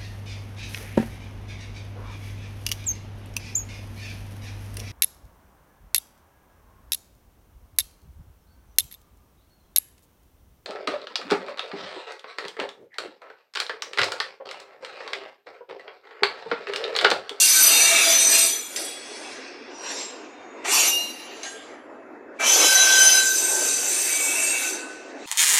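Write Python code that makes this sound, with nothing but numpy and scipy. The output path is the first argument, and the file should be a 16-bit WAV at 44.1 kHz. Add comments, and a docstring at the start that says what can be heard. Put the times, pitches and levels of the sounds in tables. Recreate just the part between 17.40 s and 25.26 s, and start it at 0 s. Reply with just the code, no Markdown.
"""Outdoors beside an old track: freight wagons roll slowly past a single small microphone with little bass.
One wheel after another grinds its flange on the rail: coloured noise, heard directly and exciting the
resonant modes of the steel wheel. Some modes sing out as squeals, made of near sines. Flange strikes are
noise cracks; a low rolling rumble of banded noise and a faint stir of air lie underneath."""
import sys
import numpy as np
from scipy import signal
from scipy.io import wavfile

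SR = 44100
rng = np.random.default_rng(int(sys.argv[2]) if len(sys.argv) > 2 else 0)


def to_wav(sig):
    """Store sig (one row per channel, or 1-D mono) as 16-bit WAV at the path in sys.argv[1].

    Samples outside -1..1 are clipped; the rate is SR.
    """
    pcm = np.clip(np.atleast_2d(sig), -1, 1) * 32767
    pcm = np.round(pcm).astype(np.int16)
    wavfile.write(sys.argv[1], SR, pcm.T)  # frames by channels


N = 346604


def amp(db):
    """dB to gain."""
    return 10 ** (np.asarray(db) / 20)


def at_hz(points, hz):
    """Read a spectrum in dB on a log-frequency axis."""
    points_hz, points_db = np.array(points).T
    return np.interp(np.log(hz), np.log(points_hz), points_db)


def bandpass(x, low_hz, high_hz, order):
    """Butterworth band-pass."""
    return signal.sosfilt(signal.butter(order, [low_hz, high_hz], "band", fs=SR, output="sos"), x)


def stretch(rows, tail_s):
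    """First sample, columns in time, and a gate with 6 ms edges; runs on for tail_s after the last row."""
    s, *columns = np.transpose(rows)
    first = int(s[0] * SR)
    last = min(N, int((s[-1] + tail_s) * SR))
    t = np.arange(first, last) / SR
    # a stretch that begins at sample 0 starts with the gate open
    opening_s = t - s[0] + .006 * (first == 0)
    closing_s = s[-1] + .006 - t
    gate = np.clip(np.minimum(opening_s, closing_s) / .006, 0, 1)
    return first, [np.interp(t, s, c) for c in columns], np.sqrt(gate)


def drift(points_per_s, size):
    """Slow random wander: unit normal points joined by straight lines."""
    points = rng.standard_normal(int(N / SR * 80))
    return np.interp(np.arange(size) / SR * points_per_s, np.arange(len(points)), points)


def coloured(spectrum, size, patchy_db, tilt=None):
    """Fifth-octave noise bands, each with its own flicker; scaled to rms 1 as if without flicker and tilt."""
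    out, power = np.zeros(size), 0
    edges_hz = 25 * 2 ** (np.arange(47) / 5)
    white, together = rng.standard_normal((2, size)), drift(14, size)
    for k, (low_hz, high_hz) in enumerate(zip(edges_hz, edges_hz[1:])):
        hz = np.sqrt(low_hz * high_hz)
        if not spectrum[0][0] < hz < spectrum[-1][0]:
            continue
        # neighbouring bands use different noise
        band = bandpass(white[k % 2], low_hz, high_hz, order=3)
        level = amp(at_hz(spectrum, hz))
        power += level ** 2 * np.mean(band ** 2)
        moving_db = patchy_db * (0.1 * together + drift(18, size))
        if tilt:
            moving_db = moving_db + tilt(hz)
        out += level * amp(moving_db) * band
    return out / np.sqrt(power)


def mode(force, hz, t60_s):
    """Two-pole resonance; white noise of rms 1 comes out near rms 1."""
    r, w = amp(-60 / (t60_s * SR)), 2 * np.pi * hz / SR
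    gain = np.sin(w) * np.sqrt(2 * (1 - r * r))
    # the tiny offset keeps the decaying filter off denormals
    return signal.lfilter([0, gain], [1, -2 * r * np.cos(w), r * r], force + 1e-18)


# Rubbing contacts, one list per wheel. Each row: time in seconds, grind level in dB before the output trim,
# level of the lows in dB, level of the treble in dB (both against the middle).
RUBS = [
    [(0.0, -11.5, -11, -1), (0.1, -14.5, -4.5, 0), (0.2, -16, 0, 2.5), (0.55, -17, 3, -2.5),
     (0.74, -18, 0.5, -0.5), (0.84, -19, -1, -2.5), (0.875, -22, 1, -0.5), (0.95, -15, -0.5, -2),
     (1.06, -20.5, 1, 2), (1.14, -31.5, 1, 3.5), (1.28, -41, 4, 2), (1.36, -39, 2, 3)],
    [(1.36, -30.5, -0.5, 12.5), (1.42, -35, -2, 21), (1.56, -43, 3, 11), (1.7, -39.5, 3, 6),
     (1.92, -38.5, 4.5, 0), (2.19, -48.5, 8.5, -30), (2.3, -51, 13, -21)],
    [(2.3, -47.5, 8, -12), (2.37, -46.5, 2.5, -3), (2.52, -32, 2.5, 4), (2.55, -33.5, -3, -4),
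     (2.6, -31, -3, -2), (2.64, -34.5, -3.5, -2), (2.83, -49, 4.5, -10), (3.09, -62.5, 17, 4.5),
     (3.24, -54.5, 15.5, 4)],
    [(3.24, -46, 7.5, -5), (3.25, -31, 8.5, -1), (3.33, -15.5, -1.5, 6), (3.48, -20.5, -0.5, 5),
     (3.57, -33.5, -4, 3), (3.71, -45.5, 8, 8), (3.9, -42, 5.5, -25), (4.025, -42.5, 5.5, -14)],
    [(4.03, -36, -3, 0), (4.034, -31.5, -1, -12), (4.066, -33.5, 1, -5), (4.13, -44, 2, 11),
     (4.34, -51.5, 8, -14), (4.5, -77, 23.5, -10), (4.9, -83, 12, -3.5), (4.98, -59, 7.5, -2)],
    [(4.986, -57, 3, -4), (5.0, -33, 18.5, -1.5), (5.03, -25.5, 12, -3.5), (5.074, -14, 1, -3.5),
     (5.27, -13, -2.5, -0.5), (5.35, -16, 1.5, -0.5), (5.46, -15, 0, -1.5), (5.75, -15.5, -2, 0.5),
     (5.8, -22, 3, 4), (5.92, -48, -2, -3)],
    [(5.7, -38, -2, 3), (5.82, -20, -4, -6), (6.0, -20.5, -6, -3.5), (6.28, -20.5, -5, -3.5),
     (6.7, -22, 2, -2), (7.05, -22.5, 1.5, -1), (7.29, -24, 1.5, -3.5), (7.48, -35, 0, -18),
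     (7.75, -44.5, 6.5, -38), (7.86, -37, 5, -27)],
]
# How each wheel rings. Each row: ring drive trim in dB, ring lost in dB per dB that the contact eases.
CONTACTS = [(1, -0.1), (-6, 0.8), (-1.5, 0.6), (-1, 0.1), (1, 0.5), (-4, .1), (-1, 0.6)]
# Grinding colour, one list per wheel. Each row: frequency in Hz, relative density in dB per Hz.
GRIND_SPECTRA = [
    [(410, -34), (700, -13), (1380, -10.5), (2340, -2), (3040, -4), (5590, -4), (6120, 4.5), (7830, -0.5),
     (8140, -4), (13300, -6), (15000, -24), (15600, -43)],
    [(410, -34), (700, -3), (1260, -4.5), (1470, 2.5), (3080, 5), (5810, 7.5), (6970, -5), (7940, -3),
     (8690, 10), (9400, -9), (14600, -67.5), (15600, -66)],
    [(410, -51.5), (700, -5), (1060, 10.5), (1380, -18), (1510, 4), (1650, 2), (2770, 7), (3040, 2),
     (5660, 3.5), (6120, 4), (7440, -2), (8470, -12.5), (11400, -35), (15600, -71.5)],
    [(410, -36), (700, -3), (1470, -11), (2880, 3), (3240, -7.5), (4370, -7), (6280, 2), (7830, -5.5),
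     (8250, 0.5), (10300, -15), (12500, -25), (15600, -18)],
    [(410, -33), (700, 4), (968, -27), (1050, -4), (1450, -13), (1570, -7.5), (1810, -5), (2810, -1.5),
     (4660, -8.5), (6280, -4), (10400, -22), (15600, -60.5)],
    [(410, -17.5), (700, -12.5), (1450, -20), (1570, -13), (1690, -14.5), (3000, -10.5), (4090, -11),
     (4260, -14.5), (6280, -2), (8040, -8.5), (13200, -18.5), (15600, -12)],
    [(410, -26), (700, -15), (1220, -24.5), (1510, -14), (2080, -11.5), (2560, -7.5), (3040, -12),
     (3990, -13), (5450, -12), (6040, -5.5), (7340, -1), (13700, -16.5), (15000, -25), (15600, -48)],
]
# Wheel modes, one list per wheel. Each row: frequency in Hz, width in Hz (sets pair split, damping and
# share of the ring), relative level in dB.
WHEEL_MODES = [
    [(2309, 35, -9.5), (2480, 59, -14), (2770, 58, -13.5), (3310, 15, -25.5), (3440, 97, -17),
     (3704, 56, -8), (4120, 28.7, -8.5), (4200, 79, -15), (4830, 40, -9), (5180, 59, -18.5), (6050, 53, 0),
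     (7080, 33, -7.5), (7290, 26, -21.5), (7960, 28, -13.5), (8225, 48, 0), (9000, 34, -9),
     (9260, 32, -16.5), (9240, 88, -15), (9700, 8.1, -19.5), (9820, 90, -12), (10740, 64, -3.5),
     (10600, 28, -9.5), (11500, 39, -19), (11500, 29, -23), (11780, 59, -15), (12500, 26, -17),
     (13000, 49, -9), (13530, 120, -16), (14300, 55, -26), (14700, 97, -24)],
    [(1420, 27, -11), (1890, 30, -2), (2550, 27, -10), (3250, 28, -23), (3840, 25, -11), (4150, 29, -16),
     (4800, 27.4, -14), (5050, 125, 8), (6100, 81, 7), (6450, 41, -14), (7570, 24, 11), (7550, 32, 4.5),
     (9600, 52, -1), (9780, 33, 4), (10800, 27, 3), (10200, 89, -28.5), (10700, 34, -25.5), (11300, 41, -8),
     (11800, 41, -25), (12400, 45, -29.5), (12700, 38, -31.5), (13000, 50, -15), (13900, 29, -35),
     (14200, 41, -22)],
    [(1020, 78, -33), (1600, 33, 8), (2160, 41, -13), (2690, 33, -7), (3800, 50, 13), (4100, 53, 1),
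     (4800, 27, -1), (5650, 42, -28), (5940, 220, -2.5), (6500, 32, -19), (6560, 110, -26), (6890, 79, -18),
     (7140, 62, 9.5), (7520, 47, 14.5), (7430, 45, 8), (7470, 41, 4), (9150, 42, -33), (10260, 77, -36),
     (11050, 75, -3), (12100, 47, -36)],
    [(2305, 30, -8), (2852, 31, 0.5), (3480, 77, -9), (3716, 51, -7), (4060, 82, -12), (4300, 52, -27),
     (4530, 39, -7), (5240, 120, -18), (5000, 37, -20), (5700, 39, 1), (6150, 74, 2.5), (6380, 34, -16),
     (7100, 48, -3), (7760, 47, -15), (8200, 48, -26), (9000, 33, -15), (9070, 35, -22), (9460, 98, -31),
     (9860, 39, -14), (10530, 59, -16), (11100, 31, -15), (11400, 51, -22), (11700, 28, -8),
     (13000, 44, -20), (13400, 68, -24), (13900, 35, -28), (14700, 66, -30), (14900, 44, -38)],
    [(1603, 23, 2), (2900, 20, -4), (2955, 34, -17), (3460, 150, -17), (4060, 32, -4), (4950, 31, -11),
     (5500, 130, -21), (6300, 115, -13), (6530, 210, -4), (6660, 130, -15), (7420, 62, 0),
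     (7950, 77, -27.5), (7900, 65, -32), (8760, 58, -28.5), (8900, 41, -22), (9500, 34, -10),
     (10150, 61, -9), (10700, 34, -17), (11100, 100, -32), (12200, 40, -32), (13000, 59, -39),
     (13400, 46, -42)],
    [(2620, 33.4, 0.5), (2720, 29, -27), (3060, 24, -4), (3300, 170, -8), (4114, 32, -9), (4200, 27, -10),
     (5050, 18, -10), (5320, 28, -13), (6120, 43, 10.5), (6500, 23, -5), (7270, 24, -10), (7950, 83, -26),
     (8190, 32, -35.5), (8770, 110, -8), (9300, 47, -24), (10400, 51, -24), (10200, 33, -1.5),
     (10970, 41, 0.5), (11300, 27, -26), (11500, 46, -15), (12300, 120, -8), (12800, 100, -24),
     (13300, 140, -26), (14700, 57, -33)],
    [(1550, 19, -6), (2460, 39, -26.5), (2600, 11.7, 4), (3280, 67, -33.5), (3470, 100, -16),
     (3790, 19, -4.5), (4700, 78, -5), (4670, 46, -41), (5430, 42, -103), (5820, 17, -27), (6120, 150, 0.5),
     (6700, 480, -10), (7290, 130, 0), (7400, 25, -20), (8370, 74, 1.5), (8880, 39, -46), (10400, 70, -10),
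     (11000, 260, -9), (11100, 140, -24), (12200, 100, -14), (13400, 83, -4), (15230, 290, -3)],
]
RING_T60_S = 0.94               # undamped mode
DAMPING_PER_S_PER_HZ = 0.049    # added to 1/T60 per Hz of width


def wheel(rub, contact, spectrum, modes, blows):
    """Friction noise is heard directly and feeds the wheel's modes, which ring on after the contact lets go."""
    first, (grind_db, lows_db, treble_db), gate = stretch(rub, tail_s=.7)
    size = len(gate)
    ring_db, ring_lost = contact
    drive_db = grind_db + ring_db - ring_lost * (grind_db.max() - grind_db) - 6.5

    def tilt(hz):
        """Lows and treble swell apart from the middle."""
        octave = np.log2(hz / 4500)
        return np.clip(-octave, 0, 1) * lows_db + np.clip(octave - .3, 0, 1.5) * treble_db

    grind = amp(grind_db - 4.5) * gate * coloured(spectrum, size, patchy_db=3.0, tilt=tilt)
    shares = np.array([amp(db) * np.sqrt(width_hz) for hz, width_hz, db in modes])
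    shares /= np.sqrt(np.sum(shares ** 2))
    ringing = np.zeros(size)
    for (hz, width_hz, db), share in zip(modes, shares):
        force_db = drive_db + tilt(hz) + 4.8 * drift(8.63, size)
        force = amp(force_db) * gate * rng.standard_normal(size)
        force += amp(8) * blows[first:first + size]
        t60_s = 1 / (1 / RING_T60_S + width_hz * DAMPING_PER_S_PER_HZ)
        # a wheel is never quite round: each mode is a close pair that beats
        for split in (-.25, .25):
            ringing += share * mode(force, hz + split * width_hz, t60_s)
    out = np.zeros(N)
    out[first:first + size] = grind + ringing + lesser_modes(grind)
    return out


def lesser_modes(grind):
    """Rail, bogie and wagon add a crowd of 90 short modes, shaken by the grinding hiss itself."""
    out, size = np.zeros(len(grind)), len(grind)
    modes_hz = np.exp(rng.uniform(np.log(1200), np.log(14500), 90))
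    t60s_s, spread_db = rng.uniform(0.047, 0.15, 90), rng.normal(0, 1.4, 90)
    for hz, t60_s, db in zip(modes_hz, t60s_s, spread_db):
        force = grind * amp(0.77 * drift(7.3, size))
        out += amp(db - 17) * np.sqrt(hz / SR) * mode(force, hz, t60_s)
    return out


# Modes that lock to the stick-slip and sing. Each row: start in seconds, pitch in Hz, peak level in dB before
# dips and twin, swell in seconds, hold in seconds, fade in dB per second, pitch tremble in Hz.
SQUEALS = [(0.0, 2766, -16.5, 0.007, 0.026, 298, 14), (0.0, 8330, -19.5, 0.009, 0.034, 199.5, 19),
           (0.0, 1530, -34.5, 0.029, .1, 97, 2.9), (0.1, 1537, -25.5, 0.063, .04, 302.5, -7),
           (0.031, 6080, -19, .05, 0.2, 147.5, 23), (0.0, 10730, -44, 0.13, .93, 97.5, 12),
           (0.093, 8460, -29, 0.055, 0.11, 204.5, 16), (0.201, 668, -35, 0.099, 0.77, 170, 5.8),
           (0.2, 4800, -22, 0.072, 0.061, 148, 7.1), (0.24, 4290, -25, 0.063, .08, 151.5, 8),
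           (0.273, 2745, -25.5, 0.031, 0.17, 192.5, 9.4), (0.278, 2570, -22, 0.054, .07, 203, 9.9),
           (0.288, 3680, -25, 0.055, 0.17, 148, 9.5), (0.358, 6025, -16, .04, .04, 98.5, 9.1),
           (0.359, 2305, -22.5, .08, 0.13, 78.5, 6.5), (0.371, 8380, -22, 0.049, .06, 97, 20),
           (0.454, 6025, -32, .05, 0.079, 200.5, 8.4), (0.487, 673, -27, 0.033, 0.019, 300, 3.2),
           (0.495, 2750, -21, 0.056, 0.062, 300, 6), (0.51, 2595, -20.5, 0.055, 0.053, 297, 4.5),
           (0.65, 670, -24.5, 0.025, 0.022, 300, 3), (0.678, 6080, -15.5, .04, 0.065, 59, 6.9),
           (0.7, 4310, -29, .05, .12, 154, 5), (0.84, 8320, -20.5, 0.051, 0.15, 167, 9.5),
           (0.859, 2425, -26, .04, 0.09, 202.5, 7.6), (0.903, 6025, -36, 0.036, 0.092, 90, 6.2),
           (0.9, 7960, -41, 0.055, 0.14, 92, 8), (0.912, 2770, -26, 0.044, .04, 202, 6),
           (1.085, 3350, -32, 0.013, 0.059, 191, 2.8), (1.176, 3370, -39, 0.08, 0.029, 43.5, 5.6),
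           (1.366, 5300, -54, .02, .12, 99, 6), (1.363, 4800, -42, .02, 0.063, 55, 8.3),
           (1.373, 7940, -40, 0.023, 0.086, 57, 8.8), (1.37, 9140, -44, .02, 0.085, 49, 10),
           (1.37, 5800, -40, .01, .05, 80, 15), (1.37, 3830, -46, .02, .08, 72.5, 8),
           (1.365, 4344, -49, .02, .1, 50, 6), (1.4, 3359, -40, .06, 0.066, 48, 3),
           (2.29, 5830, -41, 0.077, .08, 151, 28), (2.357, 5700, -37, 0.053, .1, 150, 31),
           (2.44, 5560, -38, 0.051, 0.11, 250, 43), (2.34, 9130, -54.5, .12, 0.12, 103, 17),
           (2.38, 10250, -65, .1, .14, 96, 15), (2.381, 11050, -61, .1, 0.11, 100, 13),
           (2.845, 3650, -60.5, .1, .28, 198, 34), (2.756, 6700, -59.5, .05, 0.38, 201, 67),
           (3.3, 2800, -34, .09, .06, 192, 6), (3.46, 2827, -17.5, .1, 0.0067, 148, 2),
           (3.54, 2766, -39.5, .05, .03, 66, 2), (3.62, 2795, -39.5, 0.016, 0.044, 55, 1.8),
           (3.45, 12100, -42, .05, .05, 60, 10), (3.36, 4066, -31, 0.045, 0.077, 199.5, 6),
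           (3.534, 4070, -33, 0.045, 0.045, 61.5, 13), (3.45, 3790, -35, .03, 0.069, 57, 7.8),
           (3.464, 5690, -26, .04, 0.026, 101.5, 8), (3.51, 4640, -46, .05, 0.12, 41, 6),
           (3.48, 10050, -40, .03, .03, 40, 10), (4.041, 7420, -49, .02, 0.068, 71, 18),
           (4.418, 2590, -64.5, 0.082, .47, 191, 15), (4.987, 2346, -22.5, 0.024, .04, 151, 23),
           (5.17, 2210, -25.5, 0.03, 0.045, 243, 15), (5.035, 3064, -21, 0.028, 0.037, 150, 5),
           (5.04, 6120, -18.5, 0.031, 0.11, 100, 11), (5.1, 1550, -15.5, 0.27, .16, 62, 1.4),
           (5.158, 3065, -21.5, 0.076, 0.034, 120, 10.2), (5.171, 3978, -22, 0.06, 0.056, 150, 4),
           (5.196, 5050, -25, 0.062, .05, 150, 8.5), (5.297, 6120, -15.5, 0.047, 0.12, 300, 3.8),
           (5.322, 3960, -17.5, 0.066, 0.032, 200, 4.7), (5.472, 3060, -22.5, 0.045, .2, 122, 3.4),
           (5.476, 3976, -22.5, 0.033, 0.3, 117, 4.7), (5.48, 6116, -16.5, 0.051, 0.17, 25, 13),
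           (5.485, 5050, -22, 0.077, 0.2, 70, 2.3), (5.52, 1550, -19, 0.059, 0.057, 103, 1.5),
           (5.7, 1550, -17, 0.047, .03, 49, 1.5), (6.0, 1548, -29, 0.041, 0.037, 38, 2.8),
           (6.1, 6120, -31, 0.18, .45, 42, 29), (6.5, 8370, -28, 0.19, .35, 71, 20.6),
           (6.666, 2280, -29, 0.066, 0.19, 201, 16), (6.799, 2620, -28.5, 0.097, 0.3, 100, 16.4),
           (6.918, 2722, -30.5, 0.051, 0.19, 59, 14), (6.932, 2294, -30, .04, .08, 257, 5.1),
           (7.102, 2274, -29, 0.037, 0.048, 123, 10), (6.996, 9740, -42, .1, 0.18, 87, 14),
           (7.2, 1510, -33.5, 0.05, 0.043, 302, 2), (7.34, 1512, -35, .04, 0.034, 45, 2.6)]
SWELL_DB = 16.5    # rise out of the hiss
TREMBLES_PER_S, DROPOUT_DB, FLUTTER_DB = 45.0, 1.5, 4.5
TWIN_DB, TWIN_OFFSET_HZ = -11.5, (-38.961, -17.982)


def squeals():
    """Near sines swell, hold and fade; pitch trembles, level dips briefly, a lower twin tone beats with each."""
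    out = np.zeros(N)
    for start, hz, peak_db, swell, hold, fade, tremble in SQUEALS:
        full, eases = start + swell, start + swell + hold
        shape = [(start, peak_db - SWELL_DB), (full, peak_db),
                 (eases, peak_db), (eases + 50 / fade, peak_db - 50)]
        first, (level_db,), gate = stretch(shape, tail_s=.01)
        size = len(gate)
        pitch_hz = hz + tremble * drift(TREMBLES_PER_S, size)
        phase = np.cumsum(2 * np.pi * pitch_hz / SR) + rng.uniform(0, 2 * np.pi)
        offset_cycles = rng.uniform(*TWIN_OFFSET_HZ) * np.arange(size) / SR + rng.random()
        twin = phase + 2 * np.pi * offset_cycles
        dips_db = DROPOUT_DB * drift(14, size) ** 2 + FLUTTER_DB * np.abs(drift(29.3, size))
        tones = np.sin(phase) + amp(TWIN_DB) * np.sin(twin)
        out[first:first + size] += np.sqrt(2) * amp(level_db - dips_db) * gate * tones
    return out


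# Flange strikes on the rail. Each row: time in seconds, level in dB before trim and band-pass.
STRIKES = [(1.3609, -14.5), (4.0316, -25)]


def strikes():
    """Each strike is a short crack of exponentially decaying noise, band-passed."""
    out, t = np.zeros(N), np.arange(int(.05 * SR)) / SR
    for s, level_db in STRIKES:
        at = int(s * SR)
        crack = rng.standard_normal(len(t)) * np.exp(-t / 0.0028)
        out[at:at + len(t)] += amp(level_db - 10.0) * crack
    return bandpass(out, 2500, 9000, order=2)


# Rolling level of wheels and wagon bodies. Each row: time in seconds, level in dB before trim and surges.
ROLLING = [(0.0, -45), (0.5, -36.5), (1.05, -40.5), (1.27, -46), (1.35, -38.5), (1.6, -44), (3.24, -42),
           (3.26, -36.5), (3.68, -43), (4.99, -44), (5.01, -41), (5.25, -23.5), (5.3, -41), (6.08, -39),
           (6.13, -33.5), (6.74, -40.5), (7.09, -37), (7.86, -43)]
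# Rumble colour. Each row: frequency in Hz, relative density in dB per Hz.
RUMBLE_SPECTRUM = [(100, -57.5), (170, -29), (270, -5), (383, -4), (487, -7), (642, -8), (1140, -16.5),
                   (1250, -16), (2020, -19.5), (2970, -43.5), (3570, -42), (5770, -51), (6690, -40),
                   (7470, -60), (14000, -61)]
SURGE_DB, SURGES_PER_S = 1.5, 12.0
BASS_FOLLOWS = 0.17    # share of the swells, in dB, left at 200 Hz and below


def rolling():
    """Broad rumble of the whole train, in lumps; its swells are a rattle of the wagon sides more than a thud."""
    _, (level_db,), _ = stretch(ROLLING, tail_s=1)
    swell_db = level_db - np.median(level_db)

    def tilt(hz):
        """Below 400 Hz the swells are weaker."""
        return (BASS_FOLLOWS - 1) * swell_db * np.clip(np.log2(400 / hz), 0, 1)

    surging_db = level_db + 0.5 + SURGE_DB * drift(SURGES_PER_S, N)
    return amp(surging_db) * coloured(RUMBLE_SPECTRUM, N, patchy_db=3.5, tilt=tilt)


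def scene():
    """All wheels, squeals, strikes and the rumble, alike in both channels."""
    blows = strikes()
    train = rolling() + squeals() + blows
    for rub, contact, spectrum, modes in zip(RUBS, CONTACTS, GRIND_SPECTRA, WHEEL_MODES):
        train += wheel(rub, contact, spectrum, modes, blows)
    return np.array([train, train])


# Faint low stir of air at the microphone. Each row: frequency in Hz, relative density in dB per Hz.
AIR_SPECTRUM = [(15, -62), (26, -30), (43, -22), (97, -8.5), (156, -7.5), (170, -7), (220, -26.5),
                (370, -120)]
AIR_DB = -74    # before its low-pass
CUTOFF_HZ = 15850


def record(dry):
    """Peaks are rounded a little, the bass is cut, air stirs at the capsule, the top is cut."""
    rounded = 1.112 * np.tanh(dry / 1.293)
    thin = signal.sosfilt(signal.butter(6, 190, "high", fs=SR, output="sos"), rounded)
    stir = coloured(AIR_SPECTRUM, N, patchy_db=3.0)
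    air = amp(AIR_DB) * signal.sosfilt(signal.butter(4, 170, fs=SR, output="sos"), stir)
    return signal.sosfilt(signal.cheby2(14, 70, CUTOFF_HZ, fs=SR, output="sos"), thin + air)


dry = scene()
out = record(dry)
to_wav(out)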